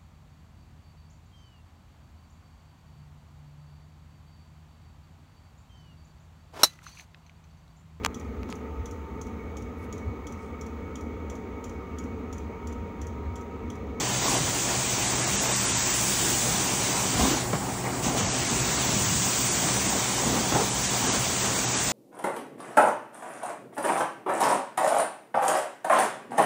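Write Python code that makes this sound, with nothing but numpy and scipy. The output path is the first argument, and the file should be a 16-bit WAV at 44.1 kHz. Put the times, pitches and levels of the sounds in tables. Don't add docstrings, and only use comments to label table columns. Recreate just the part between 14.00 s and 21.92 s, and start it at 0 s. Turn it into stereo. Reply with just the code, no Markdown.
import sys
import numpy as np
from scipy import signal
from scipy.fft import rfft, irfft, next_fast_len
from scipy.io import wavfile
from scipy.ndimage import uniform_filter1d

SR = 44100
rng = np.random.default_rng(int(sys.argv[2]) if len(sys.argv) > 2 else 0)


def amp(db):
    return 10 ** (np.asarray(db, float) / 20)


def write(x):
    x = np.atleast_2d(x).T
    wavfile.write(sys.argv[1], SR, np.round(np.clip(x, -1, 1) * 32767).astype(np.int16))


N = 349272

# start [s], length [s], level [dB], boom of the hollow head [Hz],
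# rasp above the boom [dB].
SCUFFS = [(0.247, 0.138, -30, 274, 2.5), (2.2, .17, -34.5, 350, -10), (2.4, 0.188, -33.5, 180, -5),
          (2.66, 0.21, -40, 190, -6), (3.136, .06, -30, 165, -26), (3.189, 0.098, -21.5, 227, -4),
          (3.293, 0.063, -24.5, 302, -9), (3.527, 0.037, -24, 161, -2), (3.836, 0.083, -34, 249, 4.5),
          (4.036, 0.045, -23.5, 231, -11), (4.074, 0.13, -30.5, 267, 1), (4.208, 0.081, -29, 153, -3),
          (4.505, 0.058, -26.5, 168, -20), (4.854, .2, -28.5, 191, -9), (5.087, 0.13, -27, 156, -16),
          (5.22, .08, -32, 170, -18), (5.616, 0.099, -29, 166, -18), (5.797, 0.19, -31.5, 221, -15),
          (6.259, 0.14, -25.5, 250, -3.5), (6.4, .045, -29, 220, -24), (6.518, 0.052, -24.5, 210, -0.5),
          (6.556, 0.091, -26, 440, 1), (6.999, .19, -31, 235, 1.5), (7.486, .11, -34, 152, -2)]
# time [s], notch where the floor echo cancels the jets [Hz], how far the port sum is
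# spared from thinning above 8.2 kHz [dB], nearness [dB].
WAND_POSE = [(0, 12000, -1.5, -3), (.6, 11600, 0, -1.5), (1.1, 14400, -2.5, 0), (1.5, 12500, -3.5, 2),
             (1.9, 11200, -5, 3.5), (2.1, 10950, 4, 4), (3, 12000, 2, -0.5), (3.3, 12000, -2.5, -1.5),
             (3.5, 12000, 5, -1.8), (4, 12500, 4, -3), (4.3, 13500, -5, -3.5), (4.6, 14500, -2.5, -1),
             (5, 12000, -4, 2), (5.5, 13000, -2.5, 3), (5.95, 12600, 0, -.4), (6.8, 12300, 0.3, -1.4),
             (7.3, 12500, -3, -.4), (7.92, 12000, -4, 1.5)]


def evened(x):
    return x / np.sqrt(np.mean(x ** 2) + 1e-20)


def steadied(x):
    power = abs(uniform_filter1d(np.atleast_2d(x).mean(0) ** 2, size=3000))
    return x / np.sqrt(power + 1e-9)


def curve(rows, index):
    rows = np.array(rows)
    return np.interp(np.arange(N) / SR, rows[:, 0], rows[:, index])


def gated(starts, ends, heights, rise_s, fall_s):
    t = np.arange(0, N / SR, 0.001)
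    total = np.zeros(len(t))
    for start, end, height in zip(starts, ends, heights):
        full = start + rise_s
        release = max(end, full)
        total += height * np.interp(t, [start, full, release, release + fall_s], [0, 1, 1, 0])
    return np.interp(np.arange(N) / SR, t, total)


def dug(db):
    start, length = np.transpose(SCUFFS)[:2]
    rise_s, ease_s = 0.0094, 0.02
    return gated(start, start + length - ease_s / 2, amp(db), rise_s, ease_s)


def resonate(x, hz, width_hz):
    turn = np.exp(2j * np.pi * np.cumsum(hz) / SR)
    r = np.exp(-np.pi * width_hz / SR)
    return 2 * (turn * signal.lfilter([1 - r], [1, -r], x * turn.conj())).real


def turbulence(colour, patchy_db, flicker_db, size=1024):
    hop = size // 4
    frames, hz = N // hop + 5, np.fft.rfftfreq(size, 1 / SR)
    f, *columns = np.transpose(colour)
    sum_db, diff_db, link = (np.interp(np.log(hz + 1), np.log(f), c, *edge)[:, None]
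                             for c, edge in zip(columns, [(-99, -99), (-99, -99), ()]))
    a, b, c, d, patches = np.ascontiguousarray(rng.standard_normal((frames, len(hz), 5)).T)
    patches = uniform_filter1d(patches, size=14, axis=0)
    patches = evened(uniform_filter1d(patches, size=12, axis=1))
    gusts = evened(uniform_filter1d(rng.standard_normal(frames), size=10))
    link = np.clip(link, -1, 1)
    diff = 1j * link * (a + 1j * b) + np.sqrt(1 - link ** 2) * (c + 1j * d)
    z = np.array([(a + 1j * b) * amp(sum_db), diff * amp(diff_db)])
    z = z * amp(patchy_db * patches + flicker_db * gusts)
    mid, side = signal.istft(z, nperseg=size, noverlap=size - hop)[1][:, :N]
    return np.array([mid + side, mid - side]) / np.sqrt(np.mean(mid ** 2))


def spray():
    # frequency [Hz], port sum [dB], port difference [dB],
    # share of the difference that is the delayed sum [-1 to 1].
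    jets_colour = [(4200, -22, -20, 0), (5300, -8, -14, -.3), (6000, -1, -11, -.6), (7000, 0, -3, -.8),
                   (7800, 0, -1, -.8), (8500, -4, -2, -.75), (9200, -8, -4, -.8), (10000, -10, -3, -.7),
                   (10600, -16, -2.5, -.6), (13300, -18, -3.5, .5), (14100, -11, -4, .6),
                   (15100, -8.5, -5, .7), (16500, -8, -7, .6)]
    rush_colour = [(935, 4, -15, 0), (1190, -0.5, -2, .1), (1800, 0, -8, .1), (2200, 0.5, 0, -.1),
                   (2840, 1, 3.5, -0.54), (3560, 0.5, -0.5, -.3), (4350, -1.5, 1, -0.25),
                   (4530, 1, 1.5, -0.054), (6130, -4.5, -3.5, -.3), (7750, -18, -13.5, -.5),
                   (12000, -65, -15.5, 0)]
    # start [s], end [s], share shut [0-1].
    trigger_shut = [
        (3.363, 4.015, 0.39),
        (3.41, 4.022, 0.41),
        (3.496, 3.898, 0.08),
        (4.067, 4.163, 0.32),
        (6.598, 6.76, 0.12),
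    ]
    # start [s], length [s], level [dB].
    gulps = [
        (0.212, 0.18, 3.5),
        (1.497, 0.054, 1),
        (3.174, 0.16, 3),
        (4.033, 0.043, 1.5),
        (4.157, 0.048, 4),
        (5.12, .04, 0),
        (6.532, .07, 0.5),
        (6.82, 0.053, 2),
        (6.925, .25, 1.7),
    ]
    near_db = curve(WAND_POSE, index=3)
    shut = gated(*np.transpose(trigger_shut), rise_s=0.06, fall_s=0.017)
    start, length, db = np.transpose(gulps)
    fall_s = 0.028
    gulp_db = gated(start, start + length - fall_s / 2, db, 0.025, fall_s)

    jets_db = -29 + near_db - 5 * shut + 0.78 * gulp_db
    jets = amp(jets_db) * turbulence(jets_colour, patchy_db=0.78, flicker_db=0.35)
    whistle = amp(0.1 - 0.63 * near_db - 9.5 * shut) - 1
    whistling = whistle * resonate(jets, np.full(N, 6150.), width_hz=1100)
    echo_notch = 0.25 * resonate(jets, curve(WAND_POSE, index=1), width_hz=1000)
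    jets = jets + whistling - echo_notch

    rush_db = -32.56 + 0.3 * near_db - 10 * shut + gulp_db
    return jets + amp(rush_db) * turbulence(rush_colour, patchy_db=1.12, flicker_db=0.47)


def drag():
    # time [s], weight of the head on the pile [dB].
    head_weight = [(0, -33.5), (1.4, -33), (2.1, -34), (2.55, -33), (3.15, -31.5), (3.6, -33.5), (4.1, -33),
                   (4.85, -32.5), (5.25, -35), (5.8, -31.5), (6.4, -32.5), (7.15, -33), (7.92, -32)]
    # frequency [Hz], port sum [dB], port difference [dB],
    # share of the difference that is the delayed sum [-1 to 1].
    scrape_colour = [(150, -2.5, -36, 0), (250, 1, -17.5, -.1), (372, 0.5, -6.5, -.2), (543, -4, -3.5, -.1),
                     (616, -1.5, -1.5, .2), (790, 0, -3, .2), (1020, -4, -3.5, 0), (1480, -11, -14, 0),
                     (2463, -13, -19, 0)]
    rumble_colour = [(20, -42, -72, 0), (35.4, -42, -52, 0), (56, 3, -42, 0), (81, 4, -44, 0),
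                     (101, -4.5, -55, 0), (130, 5.5, -44, 0), (198, -4, -14, 0), (281, -8, -15, 0),
                     (441, -32, -25, 0)]
    judder = amp(0.5 * evened(uniform_filter1d(rng.standard_normal(N), size=400)))
    scrape = amp(curve(head_weight, index=1) - 0.58)
    scrape = scrape * turbulence(scrape_colour, patchy_db=1.04, flicker_db=-1.05)
    shaken = amp(-40.5) + dug(np.transpose(SCUFFS)[2] - 17)
    rumble = shaken * turbulence(rumble_colour, patchy_db=2.0, flicker_db=-0.9, size=2048)
    return judder * scrape + rumble


def blower():
    # frequency [Hz], level [dB], wavering width [Hz], steady share [0-1].
    hum_tones = [(59, -48, 13, 0.2), (123, -37, 23, 0.5), (194.7, -41, 9.4, .35), (259, -45, 18, 0),
                 (366.4, -46, 16, 0.2), (535, -54.5, 18, 0.04), (791, -49, 150, 0)]
    held = 0.3
    size = next_fast_len(N)
    t, f, out = np.arange(N) / SR, np.fft.rfftfreq(size, 1 / SR), np.zeros(N)
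    flow = rfft(rng.standard_normal(size))
    for hz, db, width_hz, clean in hum_tones:
        smeared = evened(irfft(flow / (1 + (2 * (f - hz) / width_hz) ** 2), size)[:N])
        steady = np.sqrt(2) * np.sin(2 * np.pi * (hz * t + rng.random()))
        tone = evened((1 - clean) * smeared + clean * steady)
        out += amp(db - 2.0) * ((1 - held) * tone + held * steadied(tone))
    return out


def scuffs():
    # frequency [Hz], port sum [dB], port difference [dB],
    # share of the difference that is the delayed sum [-1 to 1].
    rasp_colour = [(250, -36, -25, 0), (447, 4, -1, 0.0047), (590, 0.5, 4, 0.0055), (800, -0.5, -4.5, 0),
                   (1070, 2, 1, 0), (1390, -9.5, -13, 0), (3120, -22, -15, 0)]
    start, length, db, boom_hz, rasp_db = np.transpose(SCUFFS)
    slips = amp(1.6 * evened(uniform_filter1d(rng.standard_normal(N), size=250)))
    hz = np.interp(np.arange(N) / SR, start + length / 2, boom_hz)
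    boom = resonate(slips * rng.standard_normal(N), hz, width_hz=120)
    boom = steadied(resonate(boom, hz, width_hz=120))
    rasp = slips * turbulence(rasp_colour, patchy_db=4.0, flicker_db=3.0)
    tube_hz = 760 + 0.3 * (hz - hz.mean())
    rasp = steadied(rasp + resonate(rasp, tube_hz, width_hz=110))
    return dug(db - 4.5) * boom + dug(db + rasp_db - 4.0) * rasp


def bumps():
    # time [s], peak [dB], thud [Hz], t60 [s], knock above the thud [dB].
    head_bumps = [(0.404, -16, 151, 0.1, -16), (0.474, -25, 131, 0.11, -16), (3.144, -17, 130, 0.1, -28),
                  (3.204, -15, 80.7, 0.09, -13), (3.532, -17.5, 164, 0.073, -6),
                  (3.88, -29, 117, 0.065, -5), (3.552, -19, 150, .07, -7), (4.209, -18, 116, 0.055, -11),
                  (4.228, -19, 100, .08, -16), (4.961, -26.5, 125, .2, -20), (5.061, -23, 121, .2, -18),
                  (6.261, -13.5, 250, 0.097, -21), (6.523, -12.5, 235, 0.066, -7),
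                  (6.548, -17, 135, 0.1, -8)]
    t, out = np.arange(8000) / SR, np.zeros((2, N + 8000))
    knock_band = signal.butter(2, [250, 1500], "band", fs=SR, output="sos")
    knocks = signal.sosfilt(knock_band, rng.standard_normal((len(head_bumps), 3, len(t))))
    for (s, db, hz, t60_s, knock_db), knock in zip(head_bumps, knocks):
        thud = np.sin(2 * np.pi * hz * t * (1 - 2.9 * t))
        thud = thud * amp(-60 * t / t60_s) * (1 - np.exp(-t / 0.005))
        knock = evened(knock[0] + 0.7 * knock[1:])
        knock = knock * amp(knock_db - 60 * t / 0.06)
        out[:, round(s * SR):][:, :len(t)] += amp(db) * (thud + knock)
    return out[:, :N]


def scene():
    return spray() + drag() + scuffs() + blower() + bumps()


def masked(x, margin_db, unsure_db, hole_db):
    size, overlap = 2048, 1536
    hz, t, z = signal.stft([x[0] + x[1], x[0] - x[1]], SR, nperseg=size, noverlap=overlap)
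    band = np.where(hz < 6890, hz // 345, 10 + hz // 689).astype(int)
    power = uniform_filter1d(abs(z) ** 2, size=4, axis=2)
    starts, widths = np.unique(band, return_index=True, return_counts=True)[1:]
    level = np.add.reduceat(power, starts, axis=1) / widths[:, None] + 1e-20
    luck = evened(uniform_filter1d(rng.standard_normal(level.shape), size=5, axis=2))[:, band]
    top = hz[:, None] > 8200
    under_db = 10 * np.log10(level[::-1] / level)[:, band] + unsure_db * (1 + top) * luck
    under_db[0] -= np.interp(t, *np.transpose(WAND_POSE)[[0, 2]]) * top
    loudest = np.sqrt(level * np.maximum(level, level[::-1]))[:, band]
    above_hole = uniform_filter1d(power, size=3, axis=1) > loudest * amp(-2 * hole_db)
    kept = (under_db < margin_db) & above_hole
    z = z * (kept | (hz[:, None] < 1700))
    mid, side = signal.istft(z, SR, nperseg=size, noverlap=overlap)[1][:, :N]
    return np.array([mid + side, mid - side]) / 2


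def top_cut(x):
    return signal.sosfilt(signal.butter(12, 17100, fs=SR, output="sos"), x)


def record(dry):
    cut = signal.sosfilt(signal.butter(3, 33, "high", fs=SR, output="sos"), dry)
    lowpass = signal.firwin(1023, 15730, window=("kaiser", 10), fs=SR)
    limited = signal.oaconvolve(cut, lowpass[None], "same")
    thinned = masked(limited, margin_db=7.5, unsure_db=1.8, hole_db=3.6)
    return top_cut(thinned)


dry = scene()
out = record(dry)
write(out)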